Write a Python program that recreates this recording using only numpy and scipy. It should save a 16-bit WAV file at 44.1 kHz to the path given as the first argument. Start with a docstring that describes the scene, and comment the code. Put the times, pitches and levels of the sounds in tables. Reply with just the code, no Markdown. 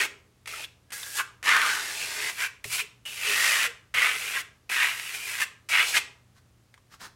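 """In a small room, a steel trowel spreads wet plaster over a board on the wall in quick strokes.
The edge sticks and slips: pulsed clicks through blade resonances rasp, finer grains hiss,
and noise through low resonances makes the board drone. Single modes squeal, coarse grains tick.
Decaying noise bursts tap, sine modes thud; after a pause come light knocks and soft scrapes.
Noise and low tones make the ventilation hum; a diffuse tail follows the trowel."""
import sys
import numpy as np
from scipy import signal
from scipy.fft import rfft, irfft, next_fast_len
from scipy.io import wavfile
from scipy.ndimage import uniform_filter1d, map_coordinates

SR = 44100
rng = np.random.default_rng(int(sys.argv[2]) if len(sys.argv) > 2 else 0)


def digitize_waveform(pressure):
    """Quantize a signal to 16-bit integers and store it at the path in sys.argv[1].

    Rows of a 2-D input are taken as channels; values are limited to [-1, 1].
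    """
    field = np.atleast_2d(pressure).T
    bounded = np.clip(field, -1, 1)
    quanta = np.round(bounded * 32767).astype(np.int16)
    wavfile.write(sys.argv[1], SR, quanta)


N = 315315
TIME = np.arange(N) / SR   # [s]

# the blade's light glides; levels are before the mix trims: (landing [s], lift-off [s], rasp [dB],
# hiss [dB], board [dB], fine-grit brightness [dB], rasp centre at landing [Hz], at lift-off [Hz])
GLIDES = [(0.0, 0.054, -33.5, -38.5, -49.5, 3, 2100, 2130),
          (0.471, 0.642, -42.5, -44.0, -58, 1, 2260, 2500), (0.923, 1.21, -49, -42, -64.5, 12, 2000, 2020),
          (1.437, 2.307, -40, -37.5, -56.5, -2.0, 1810, 2200),
          (2.316, 2.464, -50.5, -46.5, -71.5, 10, 2480, 2070),
          (2.641, 2.815, -53, -44, -72, 13.5, 2740, 2660),
          (3.053, 3.663, -43.5, -44.5, -65, 9.5, 3200, 2610), (3.94, 4.405, -35, -39, -56.5, 7, 2630, 2130),
          (4.693, 5.434, -40, -42.5, -64, 9, 2630, 2200),
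          (5.688, 5.982, -37.5, -35.0, -57.5, 1.5, 2460, 2870)]
# the hand bears down and the edge bites; levels are before the mix trims:
# (time [s], rise [s], fall [s], rasp level [dB], hiss level [dB], rasp centre [Hz])
EDGE_BITES = [(0.013, 0.079, 0.039, -23.5, -32.5, 2170), (0.928, 0.01, 0.031, -45, -40, 1700.0),
              (1.18, 0.032, 0.018, -38.5, -31, 1760), (1.2, 0.017, 0.02, -24.5, -37.5, 1620),
              (1.494, 0.029, 0.051, -18.5, -31, 1800), (1.548, 0.054, 0.105, -20.0, -36.5, 1540),
              (1.679, 0.053, 0.134, -27.5, -33.5, 1460), (2.025, 0.056, 0.04, -38, -40, 2650),
              (2.28, 0.13, 0.031, -36.5, -39, 1840), (2.413, 0.032, 0.073, -28.5, -35.5, 1970),
              (2.736, 0.026, 0.057, -32.5, -30, 2280), (2.801, 0.022, 0.022, -28.5, -37, 2780),
              (3.062, 0.011, 0.036, -40.5, -71, 2470), (3.298, 0.07, 0.062, -27.5, -33.5, 2620.0),
              (3.468, 0.18, 0.187, -26.5, -27.5, 2020), (3.649, 0.11, 0.033, -25.5, -36.0, 1990.0),
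              (3.951, 0.022, 0.069, -26.5, -49.5, 2070), (4.037, 0.051, 0.088, -22.5, -36, 2020),
              (4.366, 0.03, 0.035, -30.0, -43.5, 2000), (4.731, 0.028, 0.089, -26.5, -35.5, 2030),
              (4.834, 0.065, 0.074, -22.5, -35, 2110), (5.154, 0.021, 0.022, -37, -38.5, 2540),
              (5.294, 0.057, 0.179, -37.5, -40.5, 2150.0), (5.418, 0.024, 0.03, -26, -32, 2060),
              (5.741, 0.028, 0.047, -22.5, -40, 2180), (5.804, 0.056, 0.035, -20, -39, 2160),
              (5.886, 0.017, 0.026, -45.5, -32.0, 2650.0), (5.976, 0.029, 0.013, -20, -24.5, 2210)]
BOARD_WITH_RASP, BOARD_WITH_HISS = 0.23, 0.49   # dB of board drone per dB that bites add to each
BITE_DULLS = 0.51   # dB of brightness lost per dB that bites add to the hiss
STROKE_BRIGHTENS_DB = 1   # from landing to lift-off, as the plaster under the blade thins


def hand(landing_s, lifting_s):
    """Sets gains, rasp centre and brightness: strokes glide steadily, and bites add their power."""
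    lands, lifts, *settings = np.transpose(GLIDES)
    now = np.maximum(np.searchsorted(lands, TIME, side="right") - 1, 0)   # the latest stroke
    rasp_db, hiss_db, board_db, bright_db, first_hz, last_hz = np.array(settings)[:, now]
    landing = np.clip((TIME - lands[now]) / landing_s, 0, 1)
    lifting = np.clip(1 - (TIME - lifts[now]) / lifting_s, 0, 1)
    contact = landing * lifting
    progress = np.clip((TIME - lands[now]) / (lifts - lands)[now], 0, 1)
    rasp_power = from_db(rasp_db) ** 2
    hiss_power = from_db(hiss_db) ** 2
    centre_hz = first_hz + (last_hz - first_hz) * progress
    for s, rise_s, fall_s, bite_rasp_db, bite_hiss_db, bite_hz in EDGE_BITES:
        pressure = bite(s, rise_s, fall_s)
        added = (from_db(bite_rasp_db) * pressure) ** 2
        rasp_power = rasp_power + added
        hiss_power = hiss_power + (from_db(bite_hiss_db) * pressure) ** 2
        # a bite pulls the rasp towards its own pitch
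        centre_hz = centre_hz + (bite_hz - centre_hz) * added / rasp_power
    rasp_rise_db = 10 * np.log10(rasp_power) - rasp_db
    hiss_rise_db = 10 * np.log10(hiss_power) - hiss_db
    board_db = board_db + BOARD_WITH_RASP * rasp_rise_db + BOARD_WITH_HISS * hiss_rise_db
    bright_db = bright_db - BITE_DULLS * hiss_rise_db + STROKE_BRIGHTENS_DB * (progress - .5)
    rasp = contact * np.sqrt(rasp_power)
    hiss = contact * np.sqrt(hiss_power)
    board = contact * from_db(board_db)
    return rasp, hiss, board, centre_hz, bright_db


BITE_SHAPE = 1.57   # how a bite swells and eases: 1 is exponential, 2 a bell


def bite(s, rise_s, fall_s):
    """Pressure builds to 1 and eases off again."""
    span_s = np.where(TIME < s, rise_s, fall_s)
    return np.exp(-(np.abs(TIME - s) / span_s) ** BITE_SHAPE)


def slips(per_s, jitter, release, stuck):
    """The edge catches and lets go at an uneven rate; each slip starts hard and fades."""
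    cycle = np.cumsum(per_s * np.exp(jitter * drift(60))) / SR
    strength = from_db(2.8 * drift(38))
    return rms_one(strength * (stuck + np.exp(-(cycle % 1) / release)))


# colour of the force on the blade: (frequency [Hz], relative level per Hz [dB])
BLADE_COLOUR = [(250, -43), (600, -13), (900, -10), (1300, -1.5), (1600, -3), (2100, -6.5), (2700, -3),
                (3400, -6.5), (4300, -9.5), (7000, -16)]
# bending modes of the steel blade: (frequency [Hz], width [Hz], lift [dB])
BENDING_MODES = [(958, 270, 4), (1230, 87, -1), (1470, 16, -0.5), (1631, 26, 4), (1910, 18, 4.5),
                 (2088, 26, 2.5), (2395, 22, 3), (2470, 26, -3), (2920, 25, 4.5), (3430, 75, 2)]


def blade_rasp(judder, centre_hz, core_db, core_wander, edge_hz, flutter_db):
    """Slips shake the damped blade; its tilt moves a broad resonance with a narrow core."""
    force = coloured(judder * grains(per_s=7000, spread_db=1.5), BLADE_COLOUR)
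    force = lifted(force, BENDING_MODES)
    # wet plaster damps the higher bending modes
    damping = signal.butter(4, edge_hz, fs=SR, output="sos")
    force = signal.sosfilt(damping, force)
    broad = moving_resonance(force, centre_hz, width_hz=1300)
    core_hz = centre_hz * np.exp(core_wander * drift(14))
    core = moving_resonance(broad, core_hz, width_hz=176)
    lumps = from_db(flutter_db * drift(25))   # the edge rides over lumps and hollows
    return lumps * evened(broad + from_db(core_db) * core, size=700)


# colour of the shearing grit: (frequency [Hz], relative level per Hz [dB])
GRIT_COLOUR = [(300, -16), (900, -1.5), (2000, 0.5), (3000, 3.5), (4500, 5), (6500, 3), (8500, 2),
               (10500, -0.5), (13000, -5.5), (16000, -12)]
# high blade modes that colour the hiss: (frequency [Hz], width [Hz], lift [dB])
HIGH_MODES = [(6300, 22, -3), (7700, 20, -1.5), (11600, 82, 3)]


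def grit_hiss(judder, judder_share, bright_db, fine_hz):
    """Countless grains shear in pulses under the edge; a steeper blade brings out the finest."""
    shear = grains(per_s=16000, spread_db=7.0) * (1 + judder_share * judder)
    hiss = lifted(coloured(shear, GRIT_COLOUR), HIGH_MODES)
    highpass = signal.butter(1, fine_hz, "high", fs=SR, output="sos")
    fine = signal.sosfilt(highpass, hiss)
    return evened(hiss + (from_db(bright_db) - 1) * fine, size=700)


# low resonances of the board: (frequency [Hz], width [Hz], relative level [dB])
BOARD_MODES = [(302, 170, -15), (426, 32, 8.5), (485.5, 50, -1.5), (591, 160, -3), (782.5, 6.7, 1)]


def board_drone(judder):
    """The drag of the blade sets the board's low resonances going."""
    force = judder * rng.standard_normal(N)
    drone = sum(from_db(db) * signal.lfilter(*resonance(hz, width_hz), force)
                for hz, width_hz, db in BOARD_MODES)
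    return evened(drone, size=3000)


# the coarsest grains snag on the edge; level before the mix trim: (time [s], level [dB])
BIG_SNAGS = [(2.2245, -18), (2.2462, -18), (2.2985, -16), (2.405, -16), (2.4461, -18), (4.9982, -15.5),
             (5.406, -14)]


def catches(rasp, per_s, spread_db, small_db, ring_hz, ring_width_hz, crack_db):
    """Coarse grains tick on the blade: a few big snags, and small random ones as it rasps."""
    clicks = from_db(small_db) * rasp * grains(per_s, spread_db)
    for s, db in BIG_SNAGS:
        clicks[int(s * SR)] += from_db(db)
    b, a = resonance(ring_hz, ring_width_hz)
    ring = signal.lfilter(b / (2 * b[0]), a, clicks)   # the ring starts at half the click's height
    return ring + from_db(crack_db) * clicks


# the edge grabs and one mode of blade or board sings out; level is of the direct sound:
# (centre time [s], half-length [s], frequency [Hz], level [dB])
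GRABS = [(0.539, 0.0079, 1290, -36), (0.592, 0.02, 884, -48), (0.647, 0.0096, 3410, -35.5),
         (0.955, .05, 1650, -44), (1.033, 0.0078, 3600, -36.5), (1.07, .07, 1650, -45.5),
         (1.205, 0.0089, 1068, -30.5), (1.555, 0.04, 1460, -25), (2.22, 0.1, 423, -50.5),
         (2.246, 0.095, 2050, -36), (2.44, 0.045, 1580, -32.5), (2.81, 0.017, 2440, -29),
         (2.836, 0.027, 427, -50), (3.305, 0.059, 406, -42.5), (3.437, 0.2, 1876, -27.5),
         (3.691, 0.035, 476, -48), (3.986, 0.018, 2100, -23), (5.952, 0.017, 1706, -25.5)]


def squeals(judder, relative_width):
    """Rough, short notes: friction feeds a single mode."""
    force = judder * rng.standard_normal(N)
    notes = np.zeros(N)
    for s, length_s, hz, db in GRABS:
        note = signal.lfilter(*resonance(hz, relative_width * hz), force)
        notes += from_db(db) * swell(s, length_s) * evened(note, size=900)
    return notes


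# the blade touches down or knocks; level is before the ring and click gains:
# (time [s], level [dB], ring centre [Hz])
LANDINGS = [(0.458, -27.5, 2310), (0.475, -21, 2670), (0.905, -29, 2290), (0.92, -26, 1570),
            (1.031, -24, 3450), (1.428, -21, 1900), (1.458, -16, 2000), (2.643, -18.5, 2400),
            (3.053, -36, 2600), (3.944, -16, 2020), (4.698, -17.5, 2140), (5.688, -45, 1840),
            (6.741, -37.5, 1990), (6.777, -43.5, 1030), (6.94, -38, 1200)]
# colour of the crack: (frequency [Hz], relative level per Hz [dB])
CRACK_COLOUR = [(100, -21), (400, -3.5), (1200, 5), (2500, 2.5), (5000, -1), (10000, -2.5), (16000, -21.5)]


def taps(t60, ring_db, click_db):
    """Steel meets plaster: a short crack and a damped ring of the blade."""
    out = np.zeros(N)
    crack = rms_one(coloured(rng.standard_normal(N), CRACK_COLOUR))
    for s, db, hz in LANDINGS:
        hit = from_db(db) * dying(s, t60) * crack
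        ring = signal.lfilter(*resonance(hz, 520), hit)
        out += from_db(click_db) * hit + from_db(ring_db) * ring
    return out


# the board bumps against the wall: (time [s], level before the mode levels [dB])
BOARD_BUMPS = [(2.655, -45.5), (3.952, -51)]
# modes of the thud: (frequency [Hz], relative level [dB], time to fall 60 dB [s])
THUD_MODES = [(117, -0.5, 0.37), (153, -6, 0.26), (261, -7, 0.087), (420, 3, 0.076), (572, 1.5, .07)]


def bumps():
    """A firm landing knocks the whole board, whose modes thud as decaying sines."""
    return sum(from_db(db + mode_db) * dying(s, t60) * np.sin(2 * np.pi * hz * (TIME - s))
               for s, db in BOARD_BUMPS for hz, mode_db, t60 in THUD_MODES)


# soft scrapes away from the board: (centre time [s], half-length [s], level [dB])
SOFT_WIPES = [(6.377, 0.029, -60.5), (6.937, 0.034, -51.5), (7.014, 0.017, -47.5), (7.047, 0.042, -42.5)]
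# colour of the loose plaster: (frequency [Hz], relative level per Hz [dB])
WIPE_COLOUR = [(200, -5.5), (600, -10), (950, -0.5), (1700, 1.5), (2600, -7.5), (5000, -5.5), (9000, -13.5),
               (16000, -22)]


def soft_scrapes():
    """Brief, dull wipes of the blade through loose plaster."""
    gain = sum(from_db(db) * swell(s, length_s) for s, length_s, db in SOFT_WIPES)
    wipe = coloured(grains(per_s=3800, spread_db=-0.5), WIPE_COLOUR)
    return gain * evened(wipe)


# echoes from board and wall: (mean delay [ms], wander of the delay [ms], strength [ratio])
BOARD_ECHOES = [(1.3, 0.21, .22), (3.401, .3, 0.29), (6.199, 0.33, .16)]


def near_echoes(x, wander_per_s):
    """Short, wandering echoes comb the scrape into shifting peaks; the gain allows for their power."""
    out, power = x, 1
    for delay_ms, wander_ms, strength in BOARD_ECHOES:
        delay_s = (delay_ms + wander_ms * drift(wander_per_s)) / 1000
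        out = out + strength * map_coordinates(x, [(TIME - delay_s) * SR], order=2)
        power += strength ** 2
    return out / np.sqrt(power)


# decay of the room: (frequency [Hz], time to fall 60 dB [s])
ROOM_DECAY = [(150, 0.84), (600, 0.58), (2000, 0.27), (5000, 0.43), (10000, 0.071), (16000, 0.4)]


def room(x, first_echo_s):
    """A diffuse tail of noise bands about an octave wide, each dying at its own rate."""
    t, response = TIME[:SR], np.zeros(SR)
    edges = np.geomspace(70, 17000, 9)   # [Hz]
    for low, high in zip(edges, edges[1:]):
        bandpass = signal.butter(2, [low, high], "band", fs=SR, output="sos")
        band = signal.sosfilt(bandpass, rng.standard_normal(SR))
        t60 = at_hz(ROOM_DECAY, np.sqrt(low * high))
        response += band * np.exp(-np.log(1000) * t / t60) * (t > first_echo_s)
    return signal.fftconvolve(x, response / np.linalg.norm(response))[:N]


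# wavering tones of the ventilation: (frequency [Hz], mean rms level [dB])
HUM_TONES = [(66, -77), (89, -72), (119.5, -67.5)]
# colour of the room's air noise: (frequency [Hz], relative level per Hz [dB])
AIR_COLOUR = [(18, -34), (30, -20), (42, -3), (70, -2), (110, -1), (160, -6), (250, -9), (400, -14),
              (700, -18), (1300, -20), (3000, -24), (7000, -27), (11000, -31), (16000, -37)]
AIR_DB = -64   # rms


def ventilation():
    """Steady air noise with a few low tones that waver in level and phase."""
    hum = np.zeros(N)
    for hz, db in HUM_TONES:
        level = from_db(db + 2.0 * drift(4))
        phase = 2 * np.pi * hz * TIME + 0.75 * drift(2.7)
        hum += level * np.sqrt(2) * np.sin(phase)
    air = rms_one(coloured(rng.standard_normal(N), AIR_COLOUR))
    return hum + from_db(AIR_DB) * air


def from_db(db):
    """Turns decibels into an amplitude ratio."""
    return 10 ** (np.asarray(db) / 20)


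def rms_one(x):
    """Scales a signal to rms 1."""
    return x / np.sqrt(np.mean(x ** 2) + 1e-20)


def evened(x, size=1500):
    """Holds the running level at 1 and leaves the fast grain alone; size in samples."""
    return x / np.sqrt(np.abs(uniform_filter1d(x ** 2, size)) + 1e-12)


def at_hz(points, hz):
    """Reads a table on a log-frequency axis."""
    known_hz, values = np.transpose(points)
    return np.interp(np.log(hz + 1e-9), np.log(known_hz), values)


def coloured(x, spectrum):
    """Causal (minimum-phase) filter with the given spectrum."""
    size = 2 * next_fast_len(N // 2 + SR // 4)
    hz = np.arange(size // 2 + 1) * SR / size
    cepstrum = irfft(np.log(from_db(at_hz(spectrum, hz))))
    # folding the cepstrum forward in time makes the phase minimal
    cepstrum[1:size // 2] *= 2
    cepstrum[size // 2 + 1:] = 0
    return irfft(rfft(x, size) * np.exp(rfft(cepstrum)))[:N]


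def drift(rate):
    """Slow chance with spread 1, drawn at every 20th sample."""
    r = np.exp(-2 * np.pi * rate * 20 / SR)
    noise = rng.standard_normal((N + SR) // 20)
    slow = signal.lfilter([1], [1, -2 * r, r * r], noise)[SR // 20:]   # drop the filter's start
    return np.interp(np.arange(N) / 20, np.arange(len(slow)), rms_one(slow))


def resonance(hz, width_hz):
    """Coefficients of a resonance with gain about 1 on top."""
    r = np.exp(-np.pi * width_hz / SR)
    b = (1 - r * r) / 2 * np.array([1, 0, -1])
    a = [1, -2 * r * np.cos(2 * np.pi * hz / SR), r * r]
    return b, a


def moving_resonance(x, hz, width_hz, size=128):
    """A resonance whose centre follows a curve, block by block."""
    out, state = np.zeros(N), np.zeros(2)
    for i in range(0, N, size):
        b, a = resonance(hz[i], width_hz)
        out[i:i + size], state = signal.lfilter(b, a, x[i:i + size], zi=state)
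    return out


def lifted(x, modes):
    """Each mode raises or lowers a narrow band, which rings on briefly."""
    for hz, width_hz, lift_db in modes:
        x = x + (from_db(lift_db) - 1) * signal.lfilter(*resonance(hz, width_hz), x)
    return x


def grains(per_s, spread_db):
    """Random clicks of uneven size and sign; rms 1."""
    sizes = from_db(spread_db * np.clip(rng.standard_normal(N), -2, 2))
    signs = rng.choice([-1, 1], N)
    return rms_one(sizes * signs * (rng.random(N) < per_s / SR))


def dying(start, t60):
    """An envelope that jumps to 1 and dies away."""
    return (TIME >= start) * np.exp(-np.log(1000) * np.clip((TIME - start) / t60, 0, 2))


def swell(s, length):
    """A smooth rise and fall around one moment."""
    return np.exp(-2 * ((TIME - s) / length) ** 2)


def scene():
    """Trowel and board, close by in a small room."""
    rasp, hiss, board, centre_hz, bright_db = hand(landing_s=0.0008, lifting_s=0.021)
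    judder = slips(per_s=140, jitter=.5, release=0.4, stuck=0.73)
    blade = blade_rasp(judder, centre_hz, core_db=3.5, core_wander=0.092, edge_hz=4100, flutter_db=1.0)
    grit = grit_hiss(judder, judder_share=0.89, bright_db=bright_db, fine_hz=9050)
    scrape = from_db(0.5) * rasp * blade
    scrape += from_db(0.86) * hiss * grit
    scrape += from_db(3.0) * board * board_drone(judder)
    scrape += catches(rasp, per_s=40, spread_db=3.5, small_db=-20,
                      ring_hz=2200, ring_width_hz=600, crack_db=-4.5)
    notes = squeals(judder, relative_width=0.021)
    handling = taps(t60=0.04, ring_db=-6, click_db=-15.5) + bumps() + soft_scrapes()
    direct = near_echoes(scrape, wander_per_s=1.223) + notes + handling
    # the room gathers the blade's sound from all sides, so its feed is free of the near echoes
    tail = room(scrape + from_db(-8.5) * notes + handling, first_echo_s=.003)
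    mono = direct + from_db(-12.5) * tail + ventilation()
    return np.array([mono, mono])


def record(dry):
    """One microphone on both channels; the top is cut steeply at 15.9 kHz."""
    lowpass = signal.ellip(12, .1, 80, 15900, fs=SR, output="sos")
    return signal.sosfilt(lowpass, dry)


dry = scene()
out = record(dry)
digitize_waveform(out)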